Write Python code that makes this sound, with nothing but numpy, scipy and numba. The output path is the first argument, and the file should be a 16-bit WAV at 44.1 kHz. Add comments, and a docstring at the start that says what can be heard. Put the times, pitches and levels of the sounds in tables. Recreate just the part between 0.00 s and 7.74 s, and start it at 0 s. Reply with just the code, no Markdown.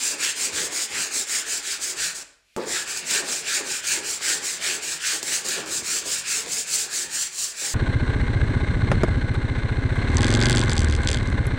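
"""A gritty hiss rushes back and forth, about five strokes a second: a sanding block on a filled car panel in a garage.
It is lifted briefly, lands with a knock and works on. The hiss is dense tiny clicks of grit tearing loose,
the scrape is coarser clicks ringing the block, and the rumble is drag and knocks ringing the hollow panel.
A diffuse garage echo and a faint room tone with hum and whine lie behind; both channels are alike."""
import sys
import numpy as np
from scipy import signal
from scipy.fft import rfft, irfft, next_fast_len
from scipy.io import wavfile
from scipy.ndimage import uniform_filter1d
from numba import njit

SR = 44100
rng = np.random.default_rng(int(sys.argv[2]) if len(sys.argv) > 2 else 0)


def invert_db(level):
    """Linear amplitude ratio for a level in decibels (20 dB per decade), elementwise."""
    return 10 ** (np.asarray(level, dtype=float) / 20)


def generate_wav(signal):
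    """Clip the signal to [-1, 1] and save it as 16-bit WAV at the path in sys.argv[1]."""
    frames = np.transpose(np.atleast_2d(signal))
    scaled = np.clip(frames, -1, 1) * 32767
    pcm = np.round(scaled).astype(np.int16)
    wavfile.write(sys.argv[1], SR, pcm)


N = 341334

# Strokes from one turn of the hand to the next, pulls and pushes alternating; levels are drives at mid-stroke,
# the rumble's at the turn before its dip: start_s, hiss_db, hiss_late_over_early_db, scrape_db, rumble_drive_db
STROKE_TABLE = [(-0.025, -24, -4, -35, -48), (0.17, -24.5, 1, -28, -43), (0.343, -24.5, 1.5, -34, -49.5),
                (0.509, -26, 3.5, -30, -42), (0.698, -24.5, 0.5, -35.5, -47.5),
                (0.88, -27.5, 6, -28.5, -44.5), (1.096, -25, 1.5, -37, -43), (1.257, -24.5, -4, -33, -47),
                (1.448, -26.5, 0, -34.5, -48), (1.617, -28, -2.5, -32.5, -46),
                (1.792, -26.5, -4.5, -39, -50.5), (1.95, -28, -0.5, -31.5, -46.5),
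                (2.142, -33.5, -5, -54, -51.5), (2.645, -28, 6, -32, -55), (2.852, -29.5, -5.5, -37, -47.5),
                (3.034, -25, 5.5, -26.5, -48.5), (3.233, -28.5, 4.5, -33.5, -39), (3.431, -25, 3, -26, -53),
                (3.631, -28, 3, -34.5, -41), (3.821, -24.5, -3, -29, -53), (4.018, -27, 4.5, -37, -39.5),
                (4.192, -25, 1, -27.5, -50), (4.405, -27, 0, -36.5, -44.5), (4.591, -25, -0.5, -27, -50.5),
                (4.803, -28, 3, -35, -40.5), (4.99, -24.5, 3, -28.5, -55), (5.212, -26, 5, -33.5, -44),
                (5.435, -28, -14, -31, -45), (5.645, -28, 16.5, -37, -39), (5.82, -24.5, 3, -34, -47),
                (6.035, -24.5, -4.5, -38, -45.5), (6.236, -24.5, -0.5, -31, -55),
                (6.451, -26.5, 5, -40, -44), (6.655, -23.5, -3, -38, -53), (6.886, -25, 2, -40, -47.5),
                (7.083, -26, 3, -37.5, -48.5), (7.303, -27, 0, -60.5, -56), (7.539, -28, 9, -38, -55)]
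# Grit catches and knocks of the block, as impulse drives: time_s, click_drive_db, panel_knock_drive_db
CATCH_TABLE = [(0.7242, -25.5, -19), (1.296, -17, -26.5), (1.815, -23, -30), (2.564, -21.5, -6),
               (2.636, -30.5, -15.5), (2.6788, -27, -20), (2.734, -37, -17.5), (2.877, -22, -21),
               (2.9731, -12.5, -26), (3.1092, -8.5, -21), (4.2073, -32.5, -17), (5.229, -11.5, -10.5),
               (5.4866, -10.5, -22), (5.6608, -23, -26), (5.82, -33, -14), (6.0576, -20.5, -18),
               (6.462, -24, -21), (7.383, -20.5, -30.5), (7.6166, -22.5, -20)]
# Spectrum of the torn grit: frequency_hz, relative_level_db (per Hz)
GRIT_SPECTRUM = [(1470, -23), (2500, -13.5), (3590, -10.5), (4280, -4.5), (5960, -3.5), (7450, 1.5),
                 (9820, -9.5), (11700, -20), (15100, -14.5), (15700, -14)]
# Resonances of the block and the filler under it: frequency_hz, width_hz, relative_level_db
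BLOCK_MODES = [(1407.3, 378, -5), (1743, 434, -0.5), (2115.6, 403, 0), (2412, 446.5, 0), (3036, 698, -2.5),
               (3606, 1252, -5.5), (5030, 1214, -8.5)]
# Resonances of the hollow sheet metal: frequency_hz, width_hz, relative_level_db
PANEL_MODES = [(80, 21.1, 1), (119.4, 39, -0.5), (164, 23.2, 5), (210.8, 48.5, -9), (286, 32.1, -1),
               (312.2, 28.9, 0), (375, 44.6, 2.5), (444.8, 39.9, 1), (487.9, 32.8, -0.5), (574.7, 67.7, -5),
               (645.9, 52, -5.5), (762.6, 70.6, -3.5), (827.3, 67.3, -1), (975, 105, -5), (1161, 138, -5.5)]
# Spectrum of the room tone: frequency_hz, relative_level_db (per Hz)
AIR_SPECTRUM = [(35, -27), (60, -1.5), (259, -16.5), (521, -15), (889, -31.5), (2360, -3.5), (11200, -19),
                (14500, -29.5), (15500, -34)]
# Garage echo, time to fall by 60 dB in each band: frequency_hz, decay_s
ECHO_DECAY = [(125, 0.01), (250, 0.5), (500, 0.6938), (1000, 0.7), (2000, 0.5617), (4000, 0.3955),
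              (8000, 0.37), (14000, 0.02)]
# Drive of the deep panel modes, a list holding one curve: time_s, drive_db
DEEP_CURVES = [
    [(0.0, -59.5), (0.47, -65), (0.56, -42.5), (0.84, -72.5), (0.95, -47.5), (1.08, -65), (1.92, -74),
     (2.0, -50), (2.37, -81.5), (2.52, -78.5), (2.56, -52.5), (2.82, -55.5), (5.02, -58.5), (5.84, -51),
     (5.86, -57), (7.26, -58.5), (7.44, -74), (7.74, -55)],
]
# The block judders on the sheet as it lands or runs over a hollow place: start_s, drive_db, decay_to_minus_60_db_s
JUDDER_TABLE = [(.45, -40, .8), (.555, -37, .7), (2.565, -23.5, .5), (3.105, -36, 1.5), (3.17, -33, .6),
                (3.59, -37, .8), (5.438, -35, .6), (5.56, -35, .7), (6.05, -41, .5), (6.46, -41, .4),
                (7.61, -45, .6)]
# Where along a push the block bites hardest: time_s, scrape_late_over_early_db
PUSH_LEAN_CURVE = [(0, 4), (.5, -10), (1.25, 4), (2.0, 0), (2.62, 14), (3.43, 0), (3.82, -6), (5.0, -14),
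                   (5.43, 8), (5.82, -4), (7.7, -4)]

LAST_TURN_S = 7.76
LIFT_START_S, LIFT_END_S = 2.235, 2.565
AIR_DB, ECHO_DB = -72.5, -12  # echo is relative to the near sound
WHINE_HZ, WHINE_DB = 14080, -92
HUM_HZ, HUM_WIDTH_HZ, HUM_DB = 44, 14, -71
# a faint rustle as the hand comes back
RUSTLE_START_S, RUSTLE_PEAK_S, RUSTLE_DB = 2.424, 2.55, -65
# the paper still whispers at a turn; the scrape there follows a share of the stroke's strength
CREEP_HISS_DB, CREEP_SCRAPE_DB, CREEP_FOLLOWS = -52.5, -41, .25
# a harder stroke has a sharper speed arch: usual level, exponent there, rise of exponent per dB
USUAL_HISS_DB, HISS_PEAKED, HISS_PEAKED_PER_DB = -26, 1.12, .055
USUAL_SCRAPE_DB, SCRAPE_PEAKED, SCRAPE_PEAKED_PER_DB = -33, 1.1, .04
# scrape late over early on a pull, and the share of the hiss's lean that every scrape follows
PULL_LEAN_DB, SCRAPE_FOLLOWS = -5, .25
# the rumble is fullest a little before a turn, and sags while the block stands there
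RUMBLE_LEAD_S, TURN_DIP_DB = .03, -3
JUDDER_ATTACK_S = .005
DEEP_HZ, UPPER_HZ = 180, 620  # borders of the deep, middle and upper panel modes
# upper modes: drive over the rumble's at its usual level, and the share of its swings that they miss
USUAL_RUMBLE_DB, UPPER_DB, UPPER_MISSES = -43.5, -2.5, .33
PANEL_DB = 19  # gain of the whole panel


def level(x, db):
    """Scale to an rms level."""
    return x * invert_db(db) / np.sqrt(np.mean(x ** 2))


def colour(x, points):
    """Shape a sound by a (Hz, dB) spectrum, interpolated over log frequency."""
    hz, db = np.transpose(points)
    size = next_fast_len(N)
    f = np.maximum(np.fft.rfftfreq(size, 1 / SR), 1)
    gain = invert_db(np.interp(np.log(f), np.log(hz), db))
    return irfft(rfft(x, size) * gain, size)[:N]


def walk(rate):
    """Random levels held 1 / rate s and slewed twice; spread near 1."""
    hold = int(SR / rate)
    steps = np.repeat(rng.standard_normal(N // hold + 1), hold)
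    return 1.3 * uniform_filter1d(uniform_filter1d(steps, hold), hold)[:N]


@njit
def svf(x, hz, width):
    """State-variable band-pass with a moving centre, gain 1 at the centre."""
    y, band, low = np.empty(len(x)), 0., 0.
    for i in range(len(x)):
        g, k = np.tan(np.pi * hz[i] / SR), width / hz[i]
        v = (band + g * (x[i] - low)) / (1 + g * (g + k))
        band, low, y[i] = 2 * v - band, low + 2 * g * v, k * v
    return y


def ring(force, modes, patchy_db, drift, rate):
    """Resonances of a body, each driven more or less and shifting a little at random; signs alternate."""
    out = np.zeros(N)
    for k, (hz, width, db) in enumerate(modes):
        gain = invert_db(db + patchy_db * walk(rate))
        centre_hz = hz * (1 + drift * walk(rate))
        out += (-1) ** k * gain * svf(force, centre_hz, 1. * width)
    return out


def tearing(rate, spread_db, uneven_db, uneven_rate):
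    """Dense clicks of grains breaking off, few large among many small, size capped; the bite wavers."""
    hit, size, sign = rng.random((3, N))
    size_db = spread_db * np.minimum(-np.log(1 - size), 5)
    clicks = (hit < rate / SR) * invert_db(size_db) * np.sign(sign - .5)
    return level(clicks, 0) * invert_db(uneven_db * walk(uneven_rate))


def blows(db):
    """One impulse for each catch."""
    out = np.zeros(N)
    out[(np.array(CATCH_TABLE)[:, 0] * SR).astype(int)] = invert_db(db)
    return out


def garage_air():
    """Faint room tone of coloured noise with a wavering low hum, a thin high whine and a short rustle."""
    s = np.arange(N) / SR
    whine = np.sqrt(2) * invert_db(WHINE_DB) * np.sin(2 * np.pi * WHINE_HZ * s)
    hum_mode = [(HUM_HZ, HUM_WIDTH_HZ, 0)]
    hum = ring(rng.standard_normal(N), hum_mode, patchy_db=6.0, drift=0.031, rate=2.595)
    rustle = np.interp(s, [RUSTLE_START_S, RUSTLE_PEAK_S, LIFT_END_S + 0.046], [0, 1, 0])
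    swell = invert_db(AIR_DB) + invert_db(RUSTLE_DB) * rustle
    air = level(colour(rng.standard_normal(N), AIR_SPECTRUM), 0)
    return swell * air + level(hum, HUM_DB) + whine


def walls(x):
    """Diffuse echo: a noise tail that fades in over 11 ms and decays at its own pace in each band."""
    s = np.arange(SR) / SR
    tail = np.zeros(SR)
    for hz, t60 in ECHO_DECAY:
        band = svf(rng.standard_normal(SR), np.full(SR, 1. * hz), 0.928 * hz)
        tail += band * invert_db(-60 * s / t60)
    tail *= np.clip(s / 0.01115, 0, 1)
    return signal.fftconvolve(x, tail / np.sqrt(np.sum(tail ** 2)))[:N]


def judders(s):
    """Power of the judders: each sets in within milliseconds and dies away."""
    power = np.zeros(N)
    for at, db, t60 in JUDDER_TABLE:
        attack = np.clip((s - at) / JUDDER_ATTACK_S, 0, 1)
        power += (attack * invert_db(db - 60 * (s - at).clip(0) / t60)) ** 2
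    return power


def strokes():
    """Hiss and scrape gains and rumble drive in dB: the hand's speed swells like an arch from turn to turn."""
    s = np.arange(N) / SR
    start, hiss_db, hiss_lean, scrape_db, rumble_db = np.transpose(STROKE_TABLE)
    end = np.append(start[1:], LAST_TURN_S)
    end[np.searchsorted(start, LIFT_START_S) - 1] = LIFT_START_S
    k = np.clip(np.searchsorted(start, s, side="right") - 1, 0, None)  # stroke under way
    phase = np.clip((s - start[k]) / (end - start)[k], 0, 1)
    arch = np.sin(np.pi * phase).clip(0)
    # after the lift the block rests a moment before it slides
    touch = np.maximum(s < LIFT_START_S, np.clip((s - LIFT_END_S) / .05, 0, 1))

    def swell(db, lean, peaked):
        """Arch of each stroke, tilted towards its early or late part."""
        return arch ** np.maximum(peaked[k], .2) * invert_db(db[k] + lean[k] * (phase - .5))

    hiss_peaked = HISS_PEAKED + HISS_PEAKED_PER_DB * (hiss_db - USUAL_HISS_DB)
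    hiss = swell(hiss_db, hiss_lean, hiss_peaked)

    harder_db = scrape_db - USUAL_SCRAPE_DB
    is_push = np.arange(len(start)) % 2
    push_lean = np.interp(start, *np.transpose(PUSH_LEAN_CURVE))
    scrape_lean = np.where(is_push, push_lean, PULL_LEAN_DB) + SCRAPE_FOLLOWS * hiss_lean
    scrape = swell(scrape_db, scrape_lean, SCRAPE_PEAKED + SCRAPE_PEAKED_PER_DB * harder_db)
    creep_db = CREEP_SCRAPE_DB + CREEP_FOLLOWS * np.interp(s, (start + end) / 2, harder_db)

    # one end of the path drums more than the other
    turn_db = np.interp(s + RUMBLE_LEAD_S, start, rumble_db)
    rumble = touch * invert_db(turn_db + TURN_DIP_DB * (1 - arch))
    drag_db = 10 * np.log10(rumble ** 2 + judders(s) + 1e-12)
    return np.hypot(hiss, touch * invert_db(CREEP_HISS_DB)), np.hypot(scrape, touch * invert_db(creep_db)), drag_db


def panel(drag_db):
    """Stick and slip of the block, and knocks, ring the sheet metal; where it is rubbed decides which modes speak."""
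    force = invert_db(drag_db) * tearing(1500, spread_db=2.2, uneven_db=1.5, uneven_rate=25)
    force = force + blows(np.array(CATCH_TABLE)[:, 2])
    swing_db = np.clip(drag_db - USUAL_RUMBLE_DB, -20, 30)
    # taking the swing away lets the deep modes follow their own curve
    deep_curve_db = np.interp(np.arange(N) / SR, *np.transpose(DEEP_CURVES[0]))
    deep_db = deep_curve_db - USUAL_RUMBLE_DB - swing_db
    upper_db = UPPER_DB - UPPER_MISSES * swing_db
    deep = [m for m in PANEL_MODES if m[0] < DEEP_HZ]
    middle = [m for m in PANEL_MODES if DEEP_HZ <= m[0] <= UPPER_HZ]
    upper = [m for m in PANEL_MODES if m[0] > UPPER_HZ]
    out = np.zeros(N)
    for modes, db in ((deep, deep_db), (middle, 0), (upper, upper_db)):
        out += invert_db(db) * ring(force, modes, patchy_db=1.8, drift=.02, rate=12)
    return invert_db(PANEL_DB) * out


def block(gain):
    """Coarser tearing rings the block and the filler under it."""
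    force = tearing(7000, spread_db=2.68, uneven_db=1.0, uneven_rate=57)
    return gain * level(ring(force, BLOCK_MODES, patchy_db=1.2, drift=.03, rate=16), 0)


def grit(gain, dulling=0.063, fast_db=-25, late_top_db=4):
    """Hiss of torn grit: slow motion dulls the top, the top opens as work goes on, catches tick."""
    hiss = colour(tearing(20000, spread_db=2.0, uneven_db=1.5, uneven_rate=60), GRIT_SPECTRUM)
    # the hand's reflection, about 0.6 ms late and wandering, ripples the colour
    lag = SR * (0.000596 + 0.000148 * walk(6))
    reflection = np.interp(np.arange(N) - lag, np.arange(N), hiss)
    hiss = level(hiss + 0.307 * reflection, 0)
    top = signal.sosfilt(signal.butter(2, 10000, "high", fs=SR, output="sos"), hiss)
    opening = invert_db(late_top_db * (np.arange(N) / N - 2.0))
    top_gain = (gain / invert_db(fast_db)) ** dulling * opening
    # a catch is a sharp tick, then the paper bites harder for a moment
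    s = np.arange(4096) / SR
    burst = rng.standard_normal(4096) * (np.exp(-s / 0.00134) + invert_db(-13) * np.exp(-s / 0.0255))
    ticks = np.convolve(blows(np.array(CATCH_TABLE)[:, 1]), burst)[:N]
    return gain * (hiss + (top_gain - 1) * top) + colour(ticks, GRIT_SPECTRUM)


def scene():
    """Block on panel, its echo in the garage, and the room tone; both channels alike."""
    hiss, scrape, drag_db = strokes()
    near = panel(drag_db) + block(scrape) + grit(hiss)
    mono = near + invert_db(ECHO_DB) * walls(near) + garage_air()
    return np.tile(mono, (2, 1))


def roll_off(x):
    """The treble ends steeply here."""
    return signal.sosfilt(signal.butter(12, 16930, fs=SR, output="sos"), x)


def record(dry):
    """A steep elliptic low-pass cuts the top above 15.8 kHz."""
    mix = signal.sosfilt(signal.ellip(10, .3, 70, 15800, fs=SR, output="sos"), dry)
    return roll_off(mix)


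dry = scene()
out = record(dry)
generate_wav(out)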